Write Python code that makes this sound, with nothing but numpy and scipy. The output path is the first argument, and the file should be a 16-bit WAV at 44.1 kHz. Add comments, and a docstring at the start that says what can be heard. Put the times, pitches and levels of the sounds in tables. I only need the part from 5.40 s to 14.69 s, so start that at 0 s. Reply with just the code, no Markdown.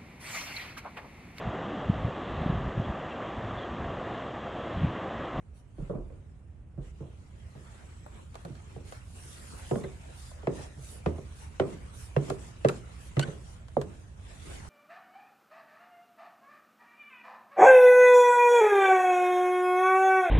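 """Someone crosses a wooden porch with soft steps, clothes swishing, over the rumble of distant machines.
About 2.5 s in, a bird gives one thin, falling note and the boards begin to snap underfoot.
From 4.3 s the walker goes down the outdoor stairs: each footfall ticks and clops on a tread, rings
the plank and thumps the frame; a softer heel knock follows most landings. A few boards squeak against
their nails, and the cloth keeps swishing past the last step at 8.4 s."""
import sys
import numpy as np
from scipy import signal
from scipy.fft import rfft, irfft
from scipy.io import wavfile
from scipy.ndimage import uniform_filter1d

SR = 44100
rng = np.random.default_rng(int(sys.argv[2]) if len(sys.argv) > 2 else 0)


def digitize_waveform(pressure):
    """Quantize a signal to 16-bit integers and store it at the path in sys.argv[1].

    Rows of a 2-D input are taken as channels; values are limited to [-1, 1].
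    """
    field = np.atleast_2d(pressure).T
    bounded = np.clip(field, -1, 1)
    quanta = np.round(bounded * 32767).astype(np.int16)
    wavfile.write(sys.argv[1], SR, quanta)


N = 409688
TIME = np.arange(N) / SR
AGE = TIME[:SR * 6 // 10]  # seconds since a hit


def footsteps():
    """Gentle porch steps, then hard stair landings; a softer heel knock follows most landings."""
    # soft porch steps: (time [s], knock [dB], thump [dB], pitch [ratio], deck send [dB])
    porch_steps = [(0.382, -47.5, -39, 0.59, 6), (0.418, -71, -37, 0.91, -18), (0.495, -36, -56, 1.09, 7.5),
                   (0.548, -44, -39, 1.12, 9.5), (0.701, -58.5, -64, 0.63, 13.5),
                   (1.377, -57, -34.5, 0.93, 2.5), (1.604, -47.5, -38, 0.86, 3.5),
                   (2.151, -58, -44, 1.5, 5), (3.047, -50.5, -42, 0.85, 7.5),
                   (3.098, -49.5, -41.5, 0.58, -6), (3.361, -47.5, -50.5, 1.19, 6.5)]
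    # stair landings: (time [s], knock [dB], thump [dB], tick [dB], pitch [ratio], deck send [dB], clop [dB])
    stair_steps = [(4.3111, -28.5, -29.5, -48.5, 0.96, 4.5, -36), (5.071, -28, -32, -41.5, 1.006, 0, -32.5),
                   (5.6606, -29, -31, -38.5, 0.95, 1.5, -31.5), (6.198, -26, -35, -35, 1, 2.5, -30),
                   (6.764, -28, -21, -37, 1.02, -1.5, -31.5), (7.247, -18, -24.5, -34.5, 1.01, -6, -29),
                   (7.768, -31.5, -20.5, -40.5, 0.92, -0.5, -47), (8.3674, -26, -33, -51, 1.095, -1.5, -25)]
    # the rest of the foot coming down or shifting: (time [s], knock [dB], thump [dB])
    heels = [(4.356, -34, -42), (4.439, -37.5, -43), (5.031, -48, -58), (5.191, -48, -45),
             (5.373, -63, -43), (5.782, -44.5, -41.5), (6.219, -36.5, -55), (6.325, -47.5, -44),
             (6.881, -41.5, -43), (6.902, -30, -39), (7.876, -40.5, -35.5), (7.93, -50.5, -50)]
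    out = np.zeros((2, N))
    for s, knock_db, thump_db, pitch, send_db in porch_steps:
        add(out, s, footfall(knock_db, thump_db, tick_db=-73, pitch=pitch, send_db=send_db))
    for s, knock_db, thump_db, tick_db, pitch, send_db, clop_db in stair_steps:
        add(out, s, footfall(knock_db, thump_db, tick_db, pitch, send_db) + amp(clop_db) * clop(pitch))
    for s, knock_db, thump_db in heels:
        add(out, s, footfall(knock_db, thump_db, tick_db=knock_db - 17, pitch=1.02, send_db=-3.5))
    return out


def footfall(knock_db, thump_db, tick_db, pitch, send_db):
    """The sole ticks, the plank knocks and the weight thumps the frame; knock and thump ring the deck."""
    # woody body of a tread: (untuned frequency [Hz], relative level [dB], t60 [s])
    plank_modes = [(211, -2.5, 0.093), (298, -1, 0.077), (384.4, 0.5, 0.2), (430, -3.5, 0.18),
                   (474.4, -6.5, 0.2), (528, 4, 0.082), (569.2, -4, 0.12), (617, 8.5, 0.027),
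                   (721, -8.5, 0.061), (1035, -16.5, 0.13), (1370, -23, 0.072)]
    # low end of stringers and joists: (untuned frequency [Hz], relative level [dB], t60 [s])
    frame_modes = [(142.3, 0, 0.039), (150.9, -4, 0.14), (169.6, -4, 0.078)]
    # hard face of a tread: (untuned frequency [Hz], relative level [dB], t60 [s])
    face_modes = [(1306, 2.5, 0.043), (1930, -4, 0.024), (2240, -8, 0.02), (2900, -1.5, 0.029),
                  (3540, -7.5, 0.014)]
    # a sole meeting wood: (frequency [Hz], gain [dB])
    sole_eq = [(300, -13), (800, 3), (1400, -7.5), (2000, -5), (3000, -18.5), (3900, -20.5), (4800, -25.5),
               (9000, -32), (13000, -57)]
    plank = ring(plank_modes, pitch, lag_cycles=1.174, rise_cycles=0.75, scatter_db=3, apart_hz=740)
    frame = ring(frame_modes, pitch=0.93, lag_cycles=0.5, rise_cycles=1.5, scatter_db=6)
    sole = crack(sole_eq, decay_s=0.0028, tail_db=-9, tail_s=0.021)
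    face_pitch = pitch * rng.uniform(0.9, 1.15)
    face = ring(face_modes, face_pitch, lag_cycles=0.75, rise_cycles=0.54, scatter_db=-0.5)
    tick = sole + amp(-4.5) * face
    send = amp(send_db) * np.hypot(amp(knock_db - 3), amp(thump_db - 11.5))
    wood = amp(knock_db) * plank + send * deck()
    return wood * pan(-2.3) + amp(thump_db) * frame * pan(-4) + amp(tick_db) * tick * pan(-0.36)


def clop(pitch):
    """The hollow clap of a tread: its first bending wave arrives treble first and dives in pitch."""
    start_hz, end_hz = 1935 * pitch, 347 * pitch
    slide_s, rise_s, decay_s, right_late_s = 0.000538, 0.0018, 0.0053, 0.00018
    t = np.maximum(AGE - np.array([[0], [right_late_s]]), 0)
    hz = end_hz + (start_hz - end_hz) / (1 + t / slide_s)
    turns = np.cumsum(hz * (t > 0), axis=1) / SR
    envelope = (1 - np.exp(-(t / rise_s) ** 2)) * np.exp(-t / decay_s)
    return struck(envelope * np.sin(2 * np.pi * turns)) * pan(-3.3)


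def deck():
    """Countless weak modes of boards and rails, each band dying at its own speed."""
    # the tail spreading through deck and railing: (frequency [Hz], gain [dB], t60 [s])
    bands = [(50, -19, 0.063), (120, 2, 0.83), (263, -5.5, 0.33), (360, -0.5, 0.42), (607, -7.5, 0.35),
             (800, -21, 0.5), (1186, -22, 0.43), (2170, -42.5, 0.053), (5030, -55, 0.013)]
    shared, left, right = rng.standard_normal((3, len(AGE)))
    hz, t, spectrum = signal.stft(shared + 0.91 * np.array([left, right]), SR, nperseg=256)
    decay = amp(-60 * t / read(bands, hz, axis=2)[:, None])
    tail = signal.istft(spectrum * decay, SR, nperseg=256)[1][:, :len(AGE)]
    attack = 1 - np.exp(-AGE / 0.0014)
    return struck(colour(tail * attack, bands))


def bounces():
    """Whole spans of the deck bounce under the walker's weight, adding sub bass to a few steps."""
    # deep sways of the joists: (time [s], frequency [Hz], level [dB])
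    sways = [(.385, 38.2, -34), (0.571, 39, -35.5), (1.385, 45.2, -38), (5.666, 82.3, -30.5)]
    t60 = 0.52
    out = np.zeros((2, N))
    for s, hz, db in sways:
        sway = ring([(hz, 0, t60)], pitch=1, lag_cycles=0.14, rise_cycles=0.34, scatter_db=0)
        add(out, s, amp(db) * sway * pan(-2.5))
    return out


def snaps():
    """Boards and grit snap underfoot: a dry crack layered with a hollow knock."""
    # snap cues: (time [s], crack [dB], knock [dB])
    cues = [(2.663, -85, -49), (2.944, -62, -55), (2.954, -55.5, -47), (3.05, -58, -46), (3.153, -65, -71),
            (3.523, -58, -46), (4.915, -81, -55), (6.9, -46.5, -40), (7.286, -38.5, -40), (7.295, -64, -35),
            (7.7946, -35, -33.5), (8.283, -63.5, -60), (8.414, -50.5, -41)]
    # the bright edge of a snap: (frequency [Hz], gain [dB])
    bright_eq = [(600, -59), (1500, 16), (3000, 11.5), (4400, 12), (5500, 4), (7200, 8.5), (10000, 0),
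                 (13000, -16)]
    # a board shifting on its nails: (frequency [Hz], gain [dB])
    hollow_eq = [(200, -12), (600, 4.5), (950, -2.5), (1400, -4), (2200, -26), (6000, -35)]
    out = np.zeros((2, N))
    for s, crack_db, knock_db in cues:
        bright = crack(bright_eq, decay_s=0.0021, tail_db=-13, tail_s=0.015)
        hollow = crack(hollow_eq, decay_s=0.0054, tail_db=-12.5, tail_s=0.025)
        add(out, s, (amp(crack_db) * bright + amp(knock_db) * hollow) * pan(-1))
    return out


def squeaks():
    """Short, uneven slips of wood on nail, each rising in pitch and dulling as it runs out."""
    # slips: (time [s], length [s], start pitch [Hz], end pitch [Hz], level [dB], final overtones [dB])
    slips = [(4.434, 0.019, 1965, 2080, -52, -2), (7.285, 0.017, 1257, 1415, -37, -13.5),
             (7.811, 0.01, 1420, 1460, -41, 10), (7.823, 0.021, 1460, 1555, -36, 2)]
    # the nasal voice of the board: (frequency [Hz], gain [dB])
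    board_eq = [(800, -20), (1550, 24), (3000, 7.5), (4500, 1), (6500, -13), (9000, -4), (12000, -29)]
    dulling_db, jitter, grit = 15, 0.041, 0.89
    out = np.zeros((2, N))
    for s, length, start_hz, end_hz, db, overtones_db in slips:
        progress = np.minimum(AGE / length, 1)
        hz = (start_hz + (end_hz - start_hz) * progress) * (1 + jitter * drift(len(AGE), size=16))
        phase = 2 * np.pi * np.cumsum(hz) / SR
        overtones = sum(np.cos(k * phase) for k in range(2, 7))
        tone = np.cos(phase) + amp(overtones_db + dulling_db * (1 - progress)) * overtones
        rubbing = grit * (1 + amp(overtones_db)) * rng.standard_normal((2, len(AGE)))
        squeak = colour((tone + rubbing) * np.sin(np.pi * progress), board_eq)
        add(out, s, amp(db) * struck(squeak, size=length * SR))
    return out


def clothes():
    """Threads catch and let go in tiny grains: a steady sliding, and a swish with each swing of a limb."""
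    # steady sliding of the jacket: (time [s], base level [dB])
    sliding = [(0.0, -82), (0.78, -77.5), (1.27, -87), (1.6, -73.5), (1.9, -73), (2.33, -64), (2.7, -70.5),
               (2.89, -70.5), (3.0, -65.5), (3.72, -69.5), (3.77, -64), (4.3, -61.5), (5.0, -65.5),
               (6.45, -64.5), (7.3, -65), (7.97, -63), (8.28, -70.5), (8.55, -65.5), (8.76, -70.5),
               (8.9, -61), (9.29, -60.5)]
    # swings of sleeves and trouser legs: (centre time [s], length [s], swish [dB], rub [dB], silk [dB])
    strokes = [(0.18, 0.058, -71.5, -71, -72), (0.45, 0.15, -74, -64, -77.5), (1.465, 0.075, -67, -69, -78),
               (2.78, 0.12, -75, -57, -73), (3.328, 0.068, -67, -58, -84), (3.525, 0.11, -59, -56.5, -62.5),
               (3.95, 0.41, -57, -78, -58.5), (4.255, 0.25, -55, -74, -61), (4.837, 0.16, -57, -67, -60.5),
               (5.205, .13, -55.5, -51.5, -63.5), (5.496, 0.15, -56, -77, -56.5),
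               (6.013, 0.093, -57.5, -59, -63), (6.307, 0.093, -60, -54, -70),
               (6.612, 0.13, -57.5, -73, -57.5), (6.883, 0.12, -54.5, -51.5, -65),
               (7.052, 0.11, -57.5, -60, -66), (7.342, 0.1, -56, -54, -73), (7.648, 0.089, -60, -71, -62.5),
               (7.867, .14, -60, -50.5, -75), (8.106, 0.14, -65.5, -62, -71),
               (9.126, 0.15, -55.5, -51, -60.5)]
    # bright swish: (frequency [Hz], gain [dB])
    swish_eq = [(1700, 4.5), (3000, 4.5), (4200, 4), (6000, 5.5), (8000, 7.5), (9400, 1.5), (11000, -36),
                (13500, -11)]
    # duller rub: (frequency [Hz], gain [dB])
    rub_eq = [(200, 5), (500, 4), (900, 1.5), (1400, 0.5), (2100, -3), (2900, -4.5), (4000, -10.5),
              (7000, -55)]
    # silky top: (frequency [Hz], gain [dB])
    silk_eq = [(4000, -38), (7500, -10.5), (9400, 1), (10500, -5), (13000, -16.5)]
    # where the cloth sits in the image: (frequency [Hz], left minus right [dB])
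    sides = [(2500, 0), (3800, 0), (5700, 6), (7500, 2.5), (9000, -9), (10500, -11.5), (13000, 1.5)]
    # width of the cloth: (frequency [Hz], left-right likeness [0-1])
    alike = [(300, 0.18), (3000, 0.047), (12000, 0.16)]
    power = (amp(curve(sliding, TIME)) * amp([[0], [6], [-8.5]])) ** 2  # swish, rub, silk
    for s, length, *levels_db in strokes:
        swell = np.exp(-np.minimum(abs(2 * (TIME - s) / length), 4) ** 3)
        power += amp(levels_db)[:, None] ** 2 * swell
    layers = [noise(eq, alike, sides, grain_db=1, late_s=0.00043) for eq in (swish_eq, rub_eq, silk_eq)]
    out = np.zeros((2, N))
    for layer, envelope in zip(layers, np.sqrt(power)):
        flutter = amp(0.82 * drift(N, size=450))
        out += layer * envelope * flutter
    return out


def patchy_colour(rustle, depth_db):
    """Random, brief peaks and dips in the spectrum give the rustle a faint watery shimmer."""
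    spectrum = signal.stft(rustle, nperseg=512)[2]
    patches = rng.standard_normal(spectrum.shape[1:])
    patches = uniform_filter1d(uniform_filter1d(patches, size=4, axis=0), size=10, axis=1)
    return signal.istft(spectrum * amp(depth_db * evened(patches)), nperseg=512)[1][:, :N]


def outdoors():
    """The rumble of distant machines swells slowly under a steady wash of air."""
    # far machines and open air: (frequency [Hz], gain [dB])
    bed_eq = [(12, -32), (22, -13), (35, -14), (50, -2.5), (70, 2.5), (90, -2), (160, -11.5), (300, -23.5),
              (500, -28), (1000, -36.5), (2800, -46), (4500, -68), (9000, -53), (13000, -99)]
    # width of the bed, mono in the bass: (frequency [Hz], left-right likeness [0-1])
    alike = [(30, 1), (150, 0.9), (500, 0.5), (1200, 0.28)]
    # swell of the rumble: (time [s], level before trim [dB])
    swell = [(0.0, -57), (0.46, -53.5), (8.23, -50), (8.72, -53), (9.29, -48)]
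    crossover_hz, trim_db, air_db = 250, 5, -67
    bed = noise(bed_eq, alike) * pan(-2.9)
    rumble = signal.sosfiltfilt(signal.butter(2, crossover_hz, fs=SR, output="sos"), bed)
    return evened(rumble) * amp(curve(swell, TIME) + trim_db) + evened(bed - rumble) * amp(air_db)


def bird():
    """One thin, wavering, falling note from the trees."""
    # the whistle's path: (time [s], pitch [Hz], level [dB])
    note = [(2.44, 8050, -71), (2.52, 7850, -70), (2.72, 7720, -70), (2.87, 7570, -73)]
    t = np.arange(note[0][0], note[-1][0], 1 / SR)
    hz = curve(note, t) * (1 + 0.026 * drift(len(t), size=50))
    whistle = np.sin(2 * np.pi * np.cumsum(hz) / SR)
    out = np.zeros((2, N))
    add(out, t[0], amp(curve(note, t, axis=2)) * whistle * pan(-1.5))
    return out


def ring(modes, pitch, lag_cycles, rise_cycles, scatter_db, apart_hz=1150):
    """Modes of a beam: bending waves travel slower at low pitch, so each starts some cycles late."""
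    out = np.zeros((2, len(AGE)))
    for hz, db, t60 in modes:
        detune, scatter, left, right = rng.standard_normal(4)
        hz = hz * pitch * (1 + 0.015 * detune)
        t = np.maximum(AGE - lag_cycles / hz, 0)
        attack = 1 - np.exp(-(t * hz / rise_cycles) ** 2)
        decay = amp(db + scatter_db * scatter - 60 * t / t60)
        phase = hz / apart_hz * np.array([[left], [right]])  # short waves reach the sides out of step
        out += attack * decay * np.sin(2 * np.pi * hz * t + phase)
    return struck(out)


def crack(eq, decay_s, tail_db, tail_s):
    """A burst of contact noise followed by its scatter off wall and railing."""
    envelope = np.exp(-AGE / decay_s) + amp(tail_db) * np.exp(-AGE / tail_s)
    return struck(colour(rng.standard_normal((2, len(AGE))) * envelope, eq))


def noise(eq, alike, sides=((1, 0), (2, 0)), grain_db=0, late_s=0):
    """Shaped stereo noise; grain roughens it, and the shared part reaches the right late_s later."""
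    hz = np.fft.rfftfreq(N, 1 / SR)
    grains = amp(grain_db * np.repeat(rng.standard_normal(N // 32 + 1), 32)[:N])
    left, unrelated = rfft(rng.standard_normal((2, N)) * grains)
    likeness = np.clip(read(alike, hz), -1, 1)
    delayed = left * np.exp(-2j * np.pi * hz * late_s)
    right = likeness * delayed + np.sqrt(1 - likeness ** 2) * unrelated
    return evened(irfft(np.array([left, right]) * amp(read(eq, hz)) * pan(read(sides, hz)), N))


def colour(x, eq, size=2048):
    """Minimum-phase EQ: nothing rings ahead of a hit."""
    log_gain = np.log(amp(read(eq, abs(np.fft.fftfreq(size, 1 / SR)))))
    taps = np.fft.ifft(np.exp(np.conj(signal.hilbert(log_gain)))).real
    return signal.oaconvolve(x, taps[None], axes=1)[:, :x.shape[1]]


def drift(count, size):
    """A smooth random wobble of rms one that changes about every size samples."""
    return evened(uniform_filter1d(uniform_filter1d(rng.standard_normal(count), size), size))


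def amp(db):
    """Decibels to gain."""
    return 10 ** (np.asarray(db) / 20)


def pan(db):
    """Gains of the two channels for a left-minus-right level."""
    return amp(np.array([[0.5], [-0.5]]) * db)


def evened(x):
    """Scales to an rms of one."""
    return x / np.sqrt(np.mean(x ** 2) + 1e-20)


def struck(x, size=1024):
    """Scales a hit so that its energy equals an rms of one over size samples."""
    return x / np.sqrt(np.mean(np.sum(x ** 2, -1)) / size + 1e-20)


def read(points, hz, axis=1):
    """Reads a column of a spectrum table on a log-frequency axis."""
    table = np.transpose(points)
    return np.interp(np.log(hz + 1), np.log(table[0] + 1), table[axis])


def curve(rows, t, axis=1):
    """Reads a column of a time table."""
    table = np.transpose(rows)
    return np.interp(t, table[0], table[axis])


def add(mix, s, sound):
    """Mixes a stereo sound in at time s."""
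    part = mix[:, max(round(s * SR), 0):][:, :sound.shape[-1]]
    part += sound[..., :part.shape[-1]]


def scene():
    """The walker on the wood, the clothes up close and the open air behind."""
    wood = footsteps() + bounces() + snaps() + squeaks()
    return wood + patchy_colour(clothes(), depth_db=3) + outdoors() + bird()


def record(dry):
    """A steep high cut takes off the very top."""
    cutoff_hz = 13600
    taps = signal.firwin(511, cutoff_hz, window=("kaiser", 9), fs=SR)
    return signal.oaconvolve(dry, taps[None], "same")


dry = scene()
out = record(dry)
digitize_waveform(out)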